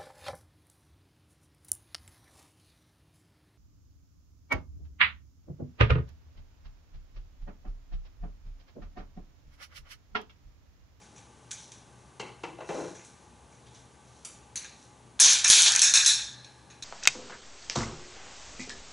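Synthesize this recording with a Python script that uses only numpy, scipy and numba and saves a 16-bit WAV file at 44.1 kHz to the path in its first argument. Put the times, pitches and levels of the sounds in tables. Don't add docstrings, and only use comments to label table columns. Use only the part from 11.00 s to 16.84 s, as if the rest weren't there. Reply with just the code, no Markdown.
import sys
import numpy as np
from scipy import signal
from scipy.fft import rfft, irfft
from scipy.io import wavfile
from numba import njit

SR = 44100
rng = np.random.default_rng(int(sys.argv[2]) if len(sys.argv) > 2 else 0)


def attenuation_scalar(level_db):
    decades = np.asarray(level_db, float) / 20
    return 10 ** decades


def store_pcm(level_fs):
    pcm = np.round(np.clip(level_fs, -1, 1) * 32767).astype(np.int16)
    wavfile.write(sys.argv[1], SR, np.atleast_2d(pcm).T)


N = 257544
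T = np.arange(N) / SR

# time in seconds, peak in dB, softness, face share and room share in dB.
CLICKS = [(0.0144, -52.5, 4, 4.5, 3), (0.1605, -47, 1.5, -3.5, 1), (0.18, -45, 1, 2.0, -2.5),
          (0.5085, -34, -2, 7, -17.0), (0.5125, -26, -4, 2.5, -3.0), (0.7175, -38.0, -0.5, 5, -4.5),
          (1.949, -44, 2.0, -2, 3.5), (1.993, -49, 11.0, -9.0, -1), (2.047, -46, -9, -1, 2.0),
          (2.52, -57.5, 3, -5, 5), (2.66, -57.5, 1.0, 7.5, 5), (2.746, -48.5, 1, 4.5, 0.5)]
FIRST_BITE = [
    (3.2485, -32.5, 0, 0.5, -2),
]
LAST_BITE = [
    (3.5564, -22.5, 0, 0, 0),
]
KNOCKS = [
    (1.195, -30, -10, -4, -4.5),
    (1.433, -29.5, -5, 4, -8),
    (1.582, -34.5, 8, -2, -7),
    (1.603, -29.5, 4, -2.5, -7.5),
    (1.687, -27, -1.5, 6.5, -4.5),
]
# start in seconds, level in dB, hold in seconds.
DRAG = [
    (1.72, -42.5, 0.086),
    (1.84, -51.5, .012),
]
BOUNCES = [
    (4.1925, -32, 12, 10, -15.0),
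    (4.1988, -11, -4.5, -8, 9.5),
    (4.2582, -6, 0.0, -7, 2.5),
    (4.4998, 1.5, -4, 4, 4.5),
    (4.6309, -9.0, -3, 5, -1.5),
    (4.6611, -11.5, 1.5, 2.5, 3.0),
    (4.7498, -13, 3.5, -8.5, 0.5),
]
SNAPS = [(4.3324, -10, -1, -8, -22.0), (4.4432, -11.5, 5, 0, -21), (4.479, -12, -5, 2, -6.5),
         (4.4836, -11, 0.5, -1, 3.5), (4.5104, 0.5, 11, -1, -13.5), (4.5354, 2, 4, 2, -19),
         (4.6204, -4.5, -3.5, 1, -12), (4.6254, -4, 8.5, -4.0, -13.0), (4.7204, -12, -2.5, -8, -15.5),
         (4.7615, -6.5, -3.5, 0, -20), (4.793, -8.5, -1.5, 9, -5), (5.048, -15.5, -0.5, 11, -3.5)]
ROCKS = [
    (3.645, -37, 8, -2.5, -4),
    (4.4454, -7.5, 1, -7.0, -3),
    (4.8178, -3.5, -5, -6, 1.5),
    (4.9379, -5, -4, -2.5, -1),
    (4.9551, -5.5, -2, -4, 0.0),
    (4.9722, -14.5, -12, 17, -19),
    (5.0607, -6.5, -6.5, 1, 3),
    (5.445, -42.0, 2.5, 4, -5.5),
    (5.7005, -47, 6, -2.5, 2.5),
    (5.8235, -31.5, -1, 5.0, -1),
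]
# start in seconds, level in dB, hold in seconds, face share in dB.
RATTLE = [
    (4.209, -7, 0.011, 3.5),
    (4.235, -20.5, .03, 7),
    (4.512, -16.5, .055, -5),
    (4.62, -36, .09, -4.5),
]
# time in seconds, peak in dB, length in
# milliseconds.
THUMPS = [
    (4.263, -40, 1.2),
    (4.501, -25.5, 0.66),
]
# start in seconds, level in dB, hold in seconds.
RUSTLE = [(.02, -58, 0.013), (.178, -59, 0.0076), (.42, -67.5, 0.022), (.6, -51, 0.053), (.76, -61, .01),
          (1.005, -65, .01), (1.62, -64, .06), (1.71, -49.5, 0.2), (2.058, -55.5, 0.007), (2.2, -72, 0.081),
          (2.544, -67, .02), (2.752, -56, .01), (3.088, -61, 0.27), (3.77, -57.5, 0.075)]

# frequency in Hz, width in Hz, level in dB.
SMALL_TOYS = [(1600, 490, -6.5), (2350, 590, -6.5), (3500, 1000, -5), (4800, 1100, -6), (5870, 560, -2),
              (6240, 110, -5.5), (6830, 690, -2.5), (7900, 1000, 1.5), (9200, 1200, -2.5), (10550, 990, -6)]
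FIRST_GRIP = [(1280, 280, -1.5), (2300, 780, 1.5), (3080, 710, -1.5), (3680, 270, -3.5), (4700, 610, 5),
              (5900, 560, 0.5), (6900, 240, -2), (7540, 500, 0), (8300, 420, 1), (9300, 500, -3),
              (10500, 720, 3.5)]
SECOND_GRIP = [(1640, 760, -8), (2300, 1500, 0.5), (4150, 750, 0.5), (4750, 350, -2), (5670, 300, -11),
               (6180, 360, -3.5), (6820, 440, -5.5), (7960, 1300, -1), (8900, 750, -2.5),
               (10600, 1400, -1.5)]
BOTTOM_NEAR = [(181, 100, 1.5), (398, 190, 7), (510, 320, 2.5), (844, 150, 2), (1040, 330, 0),
               (1380, 480, -3.5), (1810, 730, -13), (2070, 180, -4.5), (2260, 280, -6.5), (2720, 240, -4),
               (2980, 440, -3.5), (4180, 900, -4), (5870, 3000, 6)]
BOTTOM_FAR = [(168, 61, -7), (333, 56, 6), (480, 110, -0.5), (827, 230, 1), (964, 240, 3.5),
              (1380, 600, -1.5), (1790, 500, -12), (2060, 190, -1), (2300, 220, -3.5), (2650, 250, 0),
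              (2950, 400, -2.5), (4050, 3100, -3), (5900, 4100, 5)]
WOOD = [(174, 60, -7.5), (336, 99, 1.5), (432, 36, -2.5), (508, 61, -0.5), (626, 160, -0.5), (820, 190, -2),
        (1030, 150, -5.5), (1430, 560, -5.5), (2000, 300, -6), (2370, 150, -6), (2660, 170, -4.5),
        (3020, 650, -8), (3940, 720, -11), (6040, 2700, 5.5)]
PLASTIC = [(415, 380, -26), (970, 630, -12), (1650, 510, -4.5), (2420, 510, -2.5), (3410, 1130, -4),
           (3970, 1500, -1.5), (4470, 710, -3.5), (5500, 1300, -0.5), (6020, 290, -1.5), (6540, 560, 0),
           (7260, 300, -0.5), (7250, 3000, 4.5), (9250, 1400, -5), (10390, 1350, -3)]
TOY_ON_EDGE = [(1103, 860, -12.5), (1674, 400, -2.5), (2473, 540, -1), (3640, 370, 1), (3994, 130, 0.5),
               (4320, 310, -1), (5390, 670, -4.5), (5980, 1300, -1), (6590, 580, -3.5), (7600, 510, 2.5),
               (8680, 680, -3), (9280, 290, -4.5), (10320, 2000, -3)]
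RACK = [(1660, 95, -46), (2520, 150, -58.5), (4080, 150, -46), (5270, 89, -50.5)]
FRIDGE = [(121.7, 13.5, -62.5), (65, 22, -65.5), (842, 120, -65.5), (1170, 61, -72), (1533, 62, -76.5),
          (1016, 140, -74), (6290, 1700, -72.5)]

# frequency in Hz, seconds to fall 60 dB, echo level in dB, side minus mid in dB.
KITCHEN = [(254, 0.57, -25, -12.5), (512, 0.47, -23.5, -13), (997, 0.52, -25, -11.5),
           (1760, 0.62, -27, -16.5), (2450, 0.5, -25, -32), (4000, 0.53, -25.5, -45),
           (6620, 0.42, -29.5, -41.5), (10160, 0.35, -28, -13.5)]
# frequency in Hz, level in dB.
AIR = [(15, -68), (25, -29), (114, -3.5), (440, -10), (1330, -20), (10600, -27.5), (11500, -31.5),
       (15000, -73)]
# frequency in Hz, side minus mid in dB.
AIR_SIDE = [(60, -22), (110, -12.5), (350, -16.5), (630, -9.5), (1120, 0), (2020, -15.5), (3630, -26),
            (11700, -6)]

PLASTIC_EDGES = (3000, 5000, 7200)
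WOOD_EDGES = (600, 1600, 4500)
PLASTIC_SOFT = (1, .4, 0, -.8)
WOOD_SOFT = (0, 0, -.6, -1)
PLASTIC_FACE, WOOD_FACE = 1, 0
# one level in dB per register, low to high.
CLICK_DB = (-5.6, -6, 0, -12.5)
FIRST_BITE_DB = (-14.5, -11, 0.5, -6)
LAST_BITE_DB = (-14, -12, 0, -10)
KNOCK_DB = (-1.3, 0, -4.5, -16.5)
DRAG_DB = (0, -2, -12, -14)
LANDING_DB = (-8, -4.5, 0, -6.5)
SNAP_DB = (-22, -10, -1, -6.5)
ROCK_DB = (-10, -7, 0, -13.5)
RATTLE_DB = (-5, 0.5, 10, -2)

AIR_DB, RACK_T60_S = -55.5, 1.68
EARLY_S, EARLY_DB = 0.0072, 2
PATCHY_DB = 2
CEILING_DB, ATTACK_S, RELEASE_S, RATIO = -10, 0.00038, 0.027, 3.4
CLIP = 0.85


def band(x, hz, width):
    return signal.lfilter(*signal.iirpeak(hz, hz / width, fs=SR), x)


def unit(x):
    return x / np.sqrt(np.mean(x ** 2))


def along(hz, table, column=1):
    rows = np.array(table, float)
    return np.interp(np.log(np.maximum(hz, 1)), np.log(rows[:, 0]), rows[:, column])


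def colour(x, db_at):
    hz = np.arange(len(x) // 2 + 1) * SR / len(x)
    return irfft(rfft(x) * attenuation_scalar(db_at(hz)), len(x))


def grains(rate, scatter_db, size=N):
    out = np.zeros(size)
    count = int(size * rate / SR) + 1
    places = rng.integers(size, size=count)
    signs = rng.choice([-1, 1], count)
    out[places] = signs * attenuation_scalar(scatter_db * rng.exponential(size=count))
    return unit(out)


def fading(power, seconds):
    return signal.lfilter([1], [1, -np.exp(-1 / (seconds * SR))], power)


def walk(rate, size):
    steps = rng.standard_normal(int(size * rate / SR) + 2)
    return np.interp(np.arange(size) * rate / SR, np.arange(len(steps)), steps)


def swells(rows, rise_db_s, fall_db_s):
    rows = np.array(rows, float)[:, :3, None]
    start, level_db, hold = rows[:, 0], rows[:, 1], rows[:, 2]
    down_db = rise_db_s * np.maximum(start - T, 0)
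    down_db = down_db + fall_db_s * np.maximum(T - start - hold, 0)
    return attenuation_scalar(level_db - down_db) * (down_db < 40)


def blows(events, gain_db, contact_ms, colour_db, soft=PLASTIC_SOFT, face=PLASTIC_FACE,
          tick=0.97, rise_ms=0, size=1024):
    force, power = np.zeros((2, 4, N + size))
    fade = np.exp(-np.arange(size) / (contact_ms * SR / 1000))
    chatter = rng.standard_normal((len(events), size)) * fade * 0.3
    chatter[:, 0] = tick
    spectrum = rfft(chatter, axis=1)
    chatter = irfft(spectrum / np.abs(spectrum), size, axis=1)
    chatter *= np.minimum((np.arange(size) + 1) / (1 + rise_ms * SR / 1000), 1)
    for (s, db, soft_db, face_db, room_db), shape in zip(events, chatter):
        register_db = np.array(colour_db) + soft_db * np.array(soft) + face_db * (np.arange(4) == face)
        push = attenuation_scalar(gain_db + db + register_db)[:, None] * shape
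        at = int(s * SR)
        force[:, at:at + size] += push
        power[:, at:at + size] += (attenuation_scalar(room_db) * push) ** 2
    return np.array([force, power])[..., :N]


def body(drive, modes, edges, build_s=0.0024):
    out = np.zeros((2, N))
    active = np.flatnonzero(drive[0, 0])
    span = slice(active[0], min(active[-1] + SR * 3 // 4, N))
    force, power = drive[..., span]
    size = force.shape[1]
    build = fading(power, build_s)
    early = attenuation_scalar(2 * EARLY_DB) * (fading(power, EARLY_S) - build) - build
    for k, (hz, width, db) in enumerate(modes):
        register = np.searchsorted(edges, hz)
        late = fading(power[register], along(hz, KITCHEN) / np.log(1e6)) + early[register]
        late = attenuation_scalar(PATCHY_DB * walk(34.95, size=size)) * np.sqrt(np.maximum(late, 0))
        echoes = np.array([grains(5000, 2.18, size=size), rng.standard_normal(size)])
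        echoes *= late * attenuation_scalar(along(hz, KITCHEN, column=2))
        echoes[0] += (-1) ** k * force[register]
        echoes[1] *= attenuation_scalar(along(hz, KITCHEN, column=3))
        ring = band(band(echoes, hz, width), hz, width)
        out[:, span] += attenuation_scalar(db) * np.sqrt(1500 / width) * ring
    return out


def room_tone():
    mid = unit(colour(rng.standard_normal(N), lambda hz: along(hz, AIR))) * attenuation_scalar(AIR_DB - 2.5)
    side = colour(rng.standard_normal(N), lambda hz: along(hz, AIR) + along(hz, AIR_SIDE))
    side *= attenuation_scalar(-10.0) * np.std(mid) / np.std(side)
    hum = np.zeros(N)
    for hz, width, db in FRIDGE:
        hum += attenuation_scalar(db) * unit(band(band(rng.standard_normal(N), hz, width), hz, width))
    return np.array([mid + hum, side])


def beak_and_claws():
    clicks = blows(CLICKS, gain_db=27.5, contact_ms=3.6, colour_db=CLICK_DB, tick=0.33, rise_ms=0.8)
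    first = blows(FIRST_BITE, gain_db=26.5, contact_ms=4.5, colour_db=FIRST_BITE_DB, tick=0.7)
    last = blows(LAST_BITE, gain_db=26.5, contact_ms=3.6, colour_db=LAST_BITE_DB, tick=0.58)
    return (body(clicks, SMALL_TOYS, PLASTIC_EDGES)
            + body(first, FIRST_GRIP, PLASTIC_EDGES)
            + body(last, SECOND_GRIP, PLASTIC_EDGES))


def rustle():
    fine = grains(3000, 2.3)
    hiss = unit(band(fine, 5780, 1200)) + attenuation_scalar(-9) * unit(band(fine, 4200, 500))
    stirring = swells(RUSTLE, rise_db_s=291, fall_db_s=113).sum(axis=0)
    return hiss * stirring * attenuation_scalar(-4.5)


def knock(rows):
    return blows(rows, gain_db=26, contact_ms=8.1, colour_db=KNOCK_DB, soft=WOOD_SOFT, face=WOOD_FACE,
                 tick=0.27, rise_ms=3.9)


def drawer():
    drag = swells(DRAG, rise_db_s=900, fall_db_s=320).sum(axis=0)
    slips = attenuation_scalar(4.5) * grains(590, 2.5) * drag * attenuation_scalar(np.array(DRAG_DB))[:, None]
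    return (body(knock(KNOCKS[:1]), BOTTOM_NEAR, WOOD_EDGES)
            + body(knock(KNOCKS[1:2]), BOTTOM_FAR, WOOD_EDGES)
            + body(knock(KNOCKS[2:]) + np.array([slips, slips ** 2]), WOOD, WOOD_EDGES))


def dropped_toy():
    shaken = swells(RATTLE, rise_db_s=5000, fall_db_s=379)
    face_db = np.outer(np.arange(4) == PLASTIC_FACE, np.array(RATTLE)[:, 3])
    share = attenuation_scalar(face_db + np.array(RATTLE_DB)[:, None])
    chatter = attenuation_scalar(-6.5) * grains(1200, 3.8) * (share @ shaken)
    landings = blows(BOUNCES, gain_db=24, contact_ms=2.2, colour_db=LANDING_DB)
    snaps = blows(SNAPS, gain_db=22.5, contact_ms=0.4, colour_db=SNAP_DB)
    rocking = blows(ROCKS, gain_db=26.5, contact_ms=4.1, colour_db=ROCK_DB)
    crash = landings + snaps + np.array([chatter, chatter ** 2])
    return body(crash, PLASTIC, PLASTIC_EDGES) + body(rocking, TOY_ON_EDGE, PLASTIC_EDGES)


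def rack():
    shaken = np.zeros(N)
    rows = np.array(ROCKS)
    shaken[(rows[:, 0] * SR).astype(int)] = attenuation_scalar(2 * rows[:, 1])
    ring = np.sqrt(fading(shaken, RACK_T60_S / np.log(1e6)))
    wires = sum(attenuation_scalar(db) * unit(band(rng.standard_normal(N), hz, width)) for hz, width, db in RACK)
    return ring * wires


def thumps():
    return sum(attenuation_scalar(db) * np.exp(-((T - s) * 1000 / ms) ** 2) for s, db, ms in THUMPS)


def scene():
    mid, side = room_tone() + beak_and_claws() + drawer() + dropped_toy()
    mid = mid + rustle() + rack()
    side = side + 0.17 * signal.lfilter(*signal.butter(1, 1500, fs=SR), mid)
    return np.array([mid + side, mid - side])


@njit
def follow(x, attack, release):
    y, e = np.empty(len(x)), 1e-9
    for i in range(len(x)):
        e += (x[i] - e) * (attack if x[i] > e else release)
        y[i] = e + 1e-9
    return y


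def top_cut(x):
    return signal.sosfilt(signal.butter(12, 12330, fs=SR, output="sos"), x)


def record(dry):
    x = dry - 0.33 * band(dry, 4990, 1180)
    peak = follow(np.abs(x).max(axis=0), 1 / (ATTACK_S * SR), 1 / (RELEASE_S * SR))
    x = x * np.minimum(1, attenuation_scalar(CEILING_DB) / peak) ** (1 - 1 / RATIO)
    x = x + attenuation_scalar(np.array([[1.5], [-1.5]])) * thumps()
    x = CLIP * np.tanh(x / CLIP)
    x = signal.sosfilt(signal.ellip(10, 0.2, 60, 11000, fs=SR, output="sos"), x)
    x = x - 0.15 * x ** 3
    return top_cut(x)


dry = scene()
out = record(dry)
store_pcm(out)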